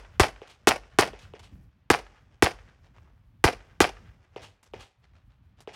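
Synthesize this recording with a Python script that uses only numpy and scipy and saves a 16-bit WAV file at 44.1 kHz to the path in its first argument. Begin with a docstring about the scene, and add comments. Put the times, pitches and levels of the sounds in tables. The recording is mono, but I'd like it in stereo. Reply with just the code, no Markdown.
"""A pistol fires in quick pairs, a few metres ahead, in a gravel shooting bay walled by earth berms.
Each shot is a filtered pressure pulse and damped thumps, with its ground bounce; then come noise for the
bullet's slap, thin delayed copies off barricades, sprays of small echoes off the berms and a long hill roll.
Pops with bright echoes, from another pistol in the next bay, begin between the first pairs and return at the end.
A dull knock, then shoes scuffing gravel, are decaying noise; wind rumbles and flutters as lumpy noise throughout."""
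import sys
import numpy as np
from scipy import signal
from scipy.fft import rfft, irfft
from scipy.io import wavfile
from scipy.ndimage import uniform_filter1d, minimum_filter1d

SR = 44100
rng = np.random.default_rng(int(sys.argv[2]) if len(sys.argv) > 2 else 0)


def inscribe(sig):
    """Save sig as 16-bit PCM at rate SR to the path in sys.argv[1].

    A 1-D sig is mono; a 2-D sig holds one channel per row.
    Samples are clipped to [-1, 1] before scaling.
    """
    pcm = np.round(np.clip(np.atleast_2d(sig).T, -1, 1) * 32767)
    wavfile.write(sys.argv[1], SR, pcm.astype(np.int16))


N = 253575
# time axis of a single event, in seconds
T = np.arange(2 ** 16) / SR

# Spectrum of an echo off rough earth. Each row: frequency in Hz, relative level in dB.
BERM_SPECTRUM = [(50, -9.5), (200, -8.5), (450, 1), (750, 2.5), (1200, -10.5), (2400, -2.5), (4000, -14),
                 (5500, -12.5), (7500, -22), (10000, -23.5), (16000, -44)]
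# Spectrum of grinding stones. Each row: frequency in Hz, relative level in dB.
GRAVEL_SPECTRUM = [(150, 8), (500, 2.5), (1500, 4.5), (3000, 1), (6000, -0.5), (10000, -3), (16000, -12)]


def near_pistol():
    """Impulse and reflections: direct blast and ground image, then early echoes, then diffuse returns."""
    # Shots in the bay. Each row: start in seconds, blast level in dB, gain of the bark band in dB,
    # ground bounce delay in ms, side screen echo in dB relative to the blast, thump level in dB,
    # bullet flight time in ms, bullet slap level in dB.
    shots = [(-0.1155, 1, -1.5, 2, -10, -15, 17, -24), (0.1973, -0.5, -4.5, 2.62, -2.5, -8.5, 22, -25.5),
             (0.6721, 6, -4, 2.7, -7.5, -23, 17.2, -10.5), (0.9872, 1, -5.5, 2.7, -8, -27.5, 22, -17.5),
             (1.9019, 1, 4.5, 2.42, -27, -22, 13.3, -22), (2.4239, 4.5, 3, 2.6, -25, -14, 19, -19.5),
             (3.4408, -1.5, 1.5, 2.5, -17.5, -10, 10.8, -21),
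             (3.8043, 6.5, 0, 2.5, -21, -16.5, 13.6, -22.5)]
    # Spectra. Each row: frequency in Hz, relative level in dB.
    blast_spectrum = [(40, -22.5), (150, -5.5), (260, 5.5), (400, 3), (600, -0.5), (900, -1), (1250, -3),
                      (1900, -4), (2800, -13.5), (4000, -24), (9000, -23.5), (16000, -42.5)]
    face_spectrum = [(60, -21.5), (300, -10.5), (750, 5), (1200, -3), (2200, 1), (3200, -0.5), (4500, -16),
                     (16000, -33)]
    slap_spectrum = [(200, -17.5), (1000, -7), (2500, -2), (5000, -6.5), (9000, -9), (16000, -22.5)]
    clutter_spectrum = [(60, -1.5), (200, 2.5), (400, 0), (900, 5.5), (2000, -1), (3600, -8.5), (5000, -2),
                        (7500, -18.5), (10000, -13.5), (13000, -28), (16000, -28.5)]
    roll_spectrum = [(60, -2), (250, -3.5), (550, 0), (1000, -4), (1700, -4), (3000, -8.5), (4000, -16.5),
                     (5500, -13.5), (9000, -26.5), (16000, -49)]
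    hill_spectrum = [(200, -21), (900, -10), (1500, 0), (2200, -6), (3500, -12), (16000, -48.5)]

    out = np.zeros((2, N))
    muzzle = pulse(blast_spectrum)
    face_copy = pulse(face_spectrum)
    # the bark: a band of the blast that is stronger or weaker with the direction of the muzzle
    bark = signal.lfilter(*signal.iirpeak(1850, 3.4, fs=SR), muzzle)
    screen_ms = 5.0
    mean_screen_db = np.mean(shots, axis=0)[4]

    for start, blast_db, bark_db, bounce_ms, screen_db, thump_db, flight_ms, slap_db in shots:
        blast = muzzle + (from_db(bark_db) - 1) * bark
        # the hard ground returns the blast almost undiminished; a screen beside the shooter adds a third beat
        direct = arrive(blast, 0, right_lag_ms=0.0037)
        direct += from_db(-1.16) * arrive(blast, bounce_ms, right_lag_ms=0.0049)
        direct += from_db(screen_db) * arrive(blast, screen_ms, right_lag_ms=0.052)

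        # the crack sizzles on for a moment, and longer when the screen's mesh scatters it back
        sizzle = from_db(-20.5) * swell(0, rise=0.001, t60=0.065)
        sizzle += from_db(screen_db - 10.5) * swell(screen_ms / 1000, rise=0.0015, t60=0.026)
        crack = arrive(noise(slap_spectrum)[0] * sizzle, 0, right_lag_ms=0.018)

        thump = muzzle_thump(thump_db)
        slap = noise(slap_spectrum) * swell(flight_ms / 1000, rise=0.00048, t60=0.016)
        clutter = reflections(clutter_spectrum, swell(0, rise=0.0032, t60=0.18), per_s=1800,
                              spread_db=3.5, ear_lag_ms=0.07)

        # rough earth slopes return a spray of small echoes, flat faces a thinner copy of the blast
        slopes = swell(0.028, rise=0.006, t60=0.145)
        slopes += from_db(-12) * swell(0.0836, rise=0.0047, t60=0.051)
        berms = reflections(BERM_SPECTRUM, slopes, per_s=2200, spread_db=3.0)
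        faces = flat_face_echoes(face_copy)

        # the hill rolls on for most of a second, with a nasal return from a far slope
        roll = reflections(roll_spectrum, swell(0.033, rise=0.055, t60=0.91), per_s=6700, spread_db=4.0)
        far_slope = from_db(-0.5) * swell(0.162, rise=0.0028, t60=0.076)
        far_slope += from_db(-7) * swell(0.24, rise=0.022, t60=0.27)
        roll += reflections(hill_spectrum, far_slope, per_s=740, spread_db=2.0)
        # the far ridge answers last
        crests = swell(0.38, rise=0.06, t60=0.25) + from_db(-1) * swell(0.51, rise=0.03, t60=0.9)
        ridge = reflections(roll_spectrum, crests, per_s=900, spread_db=3.5)

        # clutter and berms gain 0.11 dB for each dB that the screen echo stands above its mean
        spill_db = 0.11 * (screen_db - mean_screen_db)
        spray = from_db(blast_db) * crack
        spray += from_db(-17 + spill_db) * clutter + from_db(-23 + spill_db) * berms
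        spray += from_db(-52) * roll + from_db(-64.5) * ridge

        shot = from_db(blast_db) * direct + thump + from_db(slap_db) * slap
        shot += from_db(-23) * faces + bounced(spray, bounce_ms, share=0.15)
        add(out, start, shot)
    return out


def muzzle_thump(thump_db):
    """Damped oscillation: the muzzle gas gives a thump and a short puff; a faint deep boom follows."""
    thump = from_db(thump_db) * ring(hz=80, delay=0.011, rise=0.0015, t60=0.039)
    puff = from_db(-14.5) * ring(hz=201, delay=0.005, rise=0.001, t60=0.026)
    boom = from_db(-43.5) * ring(hz=47, delay=0.08, rise=0.056, t60=0.34)
    return arrive(thump + puff + boom, 0, right_lag_ms=0.15)


def flat_face_echoes(face_copy):
    """Specular reflection: distinct, thinner copies of the blast, with little bass, each with a treble cutoff."""
    # Echoes off barricades and berm faces. Each row: delay in ms, level in dB relative to the flat faces'
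    # common level, low-pass cutoff in Hz, lag of the right side in ms.
    echoes = [(23.5, 2, 4000, .1), (31.8, 7, 5000, -.15), (38, 11, 6000, .06), (45, 13, 3600, -.13),
              (92, -6, 800, .1), (163.5, -19, 4000, .1)]
    out = np.zeros((2, len(T)))
    for delay_ms, level_db, cutoff_hz, right_lag_ms in echoes:
        gain = from_db(level_db + rng.normal(0, 0.7))
        out += gain * arrive(low_pass(face_copy, cutoff_hz), delay_ms, right_lag_ms)
    return out


def far_pistol():
    """Barrier shading: the side berm dulls the direct pop, while barricade and back slope echoes keep treble."""
    # Shots in the next bay. Each row: start in seconds, pop level in dB, barricade echo level in dB,
    # back slope delay in seconds.
    far_shots = [(0.417, -31, -51, 0.069), (1.1327, -32, -46.5, 0.073), (1.3367, -31.5, -48, 0.085),
                 (4.3616, -25.5, -49.5, 0.055), (4.736, -26.5, -66, 0.056), (5.6745, -26.5, -55.5, 0.054)]
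    # Spectra of pop and echoes. Each row: frequency in Hz, relative level in dB.
    pop_spectrum = [(50, -31.5), (130, -11.5), (280, -10), (430, 7), (600, -4.5), (1200, -9), (1800, -16.5),
                    (2900, -13.5), (4500, -38), (8000, -45), (16000, -50.5)]
    echo_spectrum = [(150, -3.5), (500, -6), (1000, 2), (1800, -2), (3000, 3.5), (5000, -4), (8000, -9.5),
                     (11000, -18.5), (16000, -32.5)]

    out = np.zeros((2, N))
    # the direct pop is slightly earlier and stronger at right
    pop = arrive(pulse(pop_spectrum), 0.27, right_lag_ms=-0.27) * from_db([[-0.3], [0.3]])
    for start, pop_db, barricade_db, slope_s in far_shots:
        scatter = reflections(BERM_SPECTRUM, swell(0, rise=0.0054, t60=0.37), per_s=1300, spread_db=4.0)
        scatter = low_pass(scatter, hz=6000)
        barricade = reflections(echo_spectrum, swell(0.0555, rise=0.0027, t60=0.084),
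                                per_s=3200, spread_db=6.5)
        slope = swell(slope_s, rise=0.018, t60=0.19) + from_db(-15) * swell(0.005, rise=0.082, t60=0.36)
        slope_echo = reflections(echo_spectrum, slope, per_s=5700, spread_db=3.5)
        spray = bounced(from_db(-18.5) * scatter + from_db(-20.5) * slope_echo, ms=2.4, share=0.17)
        shot = from_db(pop_db) * (pop + spray * from_db([[-1.1], [1.1]]))
        add(out, start, shot + from_db(barricade_db) * barricade)
    return out


def footsteps():
    """Granular friction: steps and chance shuffles on gravel, the quick ones brighter, and a dull knock."""
    # Each row: start in seconds, level in dB, length scale in seconds.
    steps = [(2.827, -67, 0.12), (2.928, -65.5, 0.18), (3.02, -66.5, .28), (4.627, -60.5, 0.04),
             (4.652, -63.5, 0.066), (5.015, -66.5, 0.12), (5.13, -64, 0.13), (5.28, -72.5, .14),
             (5.41, -73.5, 0.17), (5.565, -68.5, 0.12), (5.6, -58.5, 0.043)]
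    out = np.zeros((2, N))
    shuffles_per_s, shuffle_db, mean_shuffle_s = 1.4, -78, 0.24
    chance = rng.random((round(shuffles_per_s * N / SR), 2))
    shuffles = [(when * N / SR, shuffle_db, mean_shuffle_s * (0.5 + slow)) for when, slow in chance]
    for start, level_db, length_s in list(steps) + shuffles:
        # cutoff is inversely proportional to length: 6200 Hz at 0.074 s
        add(out, start, crunch(level_db, length_s, hz=6200 * 0.074 / length_s))
    knock = low_pass(noise(GRAVEL_SPECTRUM), hz=1303) * swell(0, rise=0.001, t60=0.035)
    add(out, 2.1, from_db(-52.5) * knock)
    return out


def crunch(db, length, hz, grain_db=4.5, grains_per_s=400):
    """Granular noise: a sole grinds many small stones, each tick with its own strength."""
    strengths = from_db(grain_db * rng.standard_normal(len(T)))
    grains = strengths[(T * grains_per_s).astype(int) % len(T)]
    grinding = low_pass(noise(GRAVEL_SPECTRUM) * grains / grains.std(), hz)
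    return from_db(db) * grinding * swell(0, rise=length / 5, t60=2 * length)


def wind(rumble_lump_db=3.5, flutter_lump_db=6.0, lumps_per_s=22):
    """Modulated noise: lumpy buffeting and a flutter that grows fast in gusts, over the hush of open air."""
    # Strength of the wind on the microphone. Each row: time in seconds, level in dB.
    gusts = [(0.0, -60), (0.06, -62), (0.16, -50), (0.54, -61.5), (1.12, -51), (1.44, -54.5), (1.54, -44),
             (1.78, -59), (3.52, -55), (3.76, -54.5), (4.12, -49), (4.34, -65.5), (4.44, -54.5),
             (4.62, -69), (4.76, -47.5), (4.92, -71.5), (5.0, -57.5), (5.52, -55), (5.56, -60.5),
             (5.74, -60.5)]
    # Spectra. Each row: frequency in Hz, relative level in dB.
    rumble_spectrum = [(20, -23), (45, 0), (70, 0), (110, -2), (160, -15), (400, -55)]
    flutter_spectrum = [(70, -23), (130, 1), (200, -2), (280, -8.5), (400, -22.5), (1000, -45.5),
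                        (4000, -70.5)]
    air_spectrum = [(50, 1), (300, -4.5), (800, 2), (2000, -1), (3200, -5.5), (6000, -19), (10000, -36),
                    (16000, -50)]

    now = np.arange(N) / SR
    wind_db = np.interp(now, *np.transpose(gusts))
    rumble_db = wind_db - 2
    # the flutter grows 1.5 dB for each dB of gust
    flutter_db = -70.5 + 1.5 * (wind_db - wind_db.mean())
    out = from_db(-75.5) * noise(air_spectrum, size=N)
    layers = ((rumble_spectrum, rumble_db, rumble_lump_db),
              (flutter_spectrum, flutter_db, flutter_lump_db))
    for spectrum, level_db, lump_db in layers:
        lumps = np.interp(now * lumps_per_s, np.arange(N), rng.standard_normal(N))
        out += from_db(level_db + lump_db * lumps) * noise(spectrum, size=N)
    return out


def reflections(spectrum, envelope, per_s, spread_db, ear_lag_ms=0.14):
    """Diffuse reflection: many small pulses of random delay, strength, sign and direction under an envelope."""
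    hits = rng.random(len(T)) < per_s / SR
    sizes = hits * rng.choice([-1, 1], len(T))
    sizes = sizes * from_db(spread_db * np.clip(rng.standard_normal(len(T)), -2, 2))
    # each echo reaches the right side with its own small lag or lead
    right_times = T + ear_lag_ms / 1000 * rng.standard_normal(len(T))
    at_right = np.round(right_times * SR).astype(int)
    right = np.bincount(at_right % len(T), sizes, len(T))
    shape = pulse(spectrum)
    impulses = np.array([sizes, right]) * envelope
    sound = signal.fftconvolve(impulses, shape[None, :len(T) // 16])[:, :len(T)]
    # scaled so that the rms follows the envelope
    return sound / (sizes.std() * np.linalg.norm(shape))


def bounced(x, ms, share):
    """Comb filtering: a sound plus its weaker, later ground bounce, scaled to keep the power of noise."""
    late = np.array([np.interp(T - ms / 1000, T, side, left=0) for side in x])
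    return (x + share * late) / np.hypot(1, share)


def pulse(spectrum):
    """Minimum phase and dispersion: a pulse of height 1, smeared by the microphone into a downward chirp."""
    # Bands that the microphone holds back. Each row: frequency in Hz, Q without unit.
    lagging_bands = [(430, 1.7), (900, 1.0), (1800, 2.5), (3500, 0.8)]
    bin_hz = np.maximum(np.fft.rfftfreq(len(T), 1 / SR), 1)
    # folding the cepstrum onto positive times gives the minimum phase
    cepstrum = irfft(np.log(from_db(at_hz(spectrum, bin_hz))))
    folded = 2 * cepstrum * (T > 0) * (T < T[-1] / 2)
    x = irfft(np.exp(rfft(folded)))
    for hz, q in lagging_bands:
        # reversed coefficients make an all-pass filter: delay without change of level
        _, a = signal.iirpeak(hz, q, fs=SR)
        x = signal.lfilter(a[::-1], a, x)
    return x / np.abs(x).max()


def noise(spectrum, size=len(T)):
    """Partial coherence: stereo noise of rms 1 whose left-right likeness depends on frequency."""
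    # Each row: frequency in Hz, left-right correlation without unit.
    likeness = [(60, .99), (300, .94), (700, 0.83), (2000, 0.13), (5000, .3), (9000, 0.13), (16000, 0.95)]
    hz = np.maximum(np.fft.rfftfreq(size, 1 / SR), 1)
    alike = np.clip(at_hz(likeness, hz), -1, 1)
    mid, side = rfft(rng.standard_normal((2, size)))
    stereo = np.sqrt(1 + alike) * mid + np.sqrt(1 - alike) * side * [[1], [-1]]
    x = irfft(from_db(at_hz(spectrum, hz)) * stereo, size)
    return x / x.std()


def swell(delay, rise, t60):
    """Exponential decay: waits, climbs to 1, then falls 60 dB in every t60; all times in seconds."""
    age = T - delay
    return np.clip(age / rise, 0, 1) * from_db(-60 * np.maximum(age - rise, 0) / t60)


def ring(hz, delay, rise, t60):
    """Damped resonance: a sine under a swelling and dying envelope."""
    return np.sin(2 * np.pi * hz * (T - delay)) * swell(delay, rise, t60)


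def arrive(x, ms, right_lag_ms):
    """Path difference: a delayed sound that reaches the right side a little earlier or later."""
    return np.array([np.interp(T - lag / 1000, T, x, left=0) for lag in (ms, ms + right_lag_ms)])


def low_pass(x, hz):
    """Treble loss: a gentle second-order low-pass filter."""
    # the tiny offset avoids denormal numbers
    return signal.sosfilt(signal.butter(2, min(hz, 0.45 * SR), fs=SR, output="sos"), x + 1e-18)


def from_db(db):
    """Logarithmic level: decibels to amplitude gain."""
    return 10 ** (np.asarray(db) / 20)


def at_hz(points, hz):
    """Logarithmic frequency: reads a table along a log-frequency axis."""
    table = np.array(points)
    return np.interp(np.log(hz), np.log(table[:, 0]), table[:, 1])


def add(out, s, sound):
    """Superposition: mixes a sound in from time s in seconds, dropping what falls outside the scene."""
    start = round(s * SR)
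    first, last = max(start, 0), min(start + sound.shape[-1], N)
    out[:, first:last] += sound[..., first - start:last - start]


def scene():
    """Superposition: the pressures of both pistols, the footsteps and the wind add."""
    return near_pistol() + far_pistol() + footsteps() + wind()


def record(dry, width_db=10.5, width_hz=260, ceiling_db=-4.5, release_db_per_s=2200):
    """Filtering and limiting: the recorder widens the bass, cuts the lowest rumble, limits peaks, cuts the top."""
    side = signal.lfilter(*signal.butter(1, width_hz, fs=SR), (dry[0] - dry[1]) / 2)
    wide = dry + from_db(width_db) * side * [[1], [-1]]
    x = signal.sosfilt(signal.butter(2, 39, "high", fs=SR, output="sos"), wide)
    # the limiter ducks within a few samples of a peak and recovers at a steady rate in dB
    over_db = np.maximum(20 * np.log10(np.abs(x).max(axis=0) + 1e-9) - ceiling_db, 0)
    recovery = release_db_per_s * np.arange(N) / SR
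    gain_db = minimum_filter1d(recovery - np.maximum.accumulate(over_db + recovery), size=15)
    x = x * from_db(uniform_filter1d(gain_db, size=15))
    return signal.sosfilt(signal.ellip(10, 0.1, 80, 16200, fs=SR, output="sos"), x)


dry = scene()
out = record(dry)
inscribe(out)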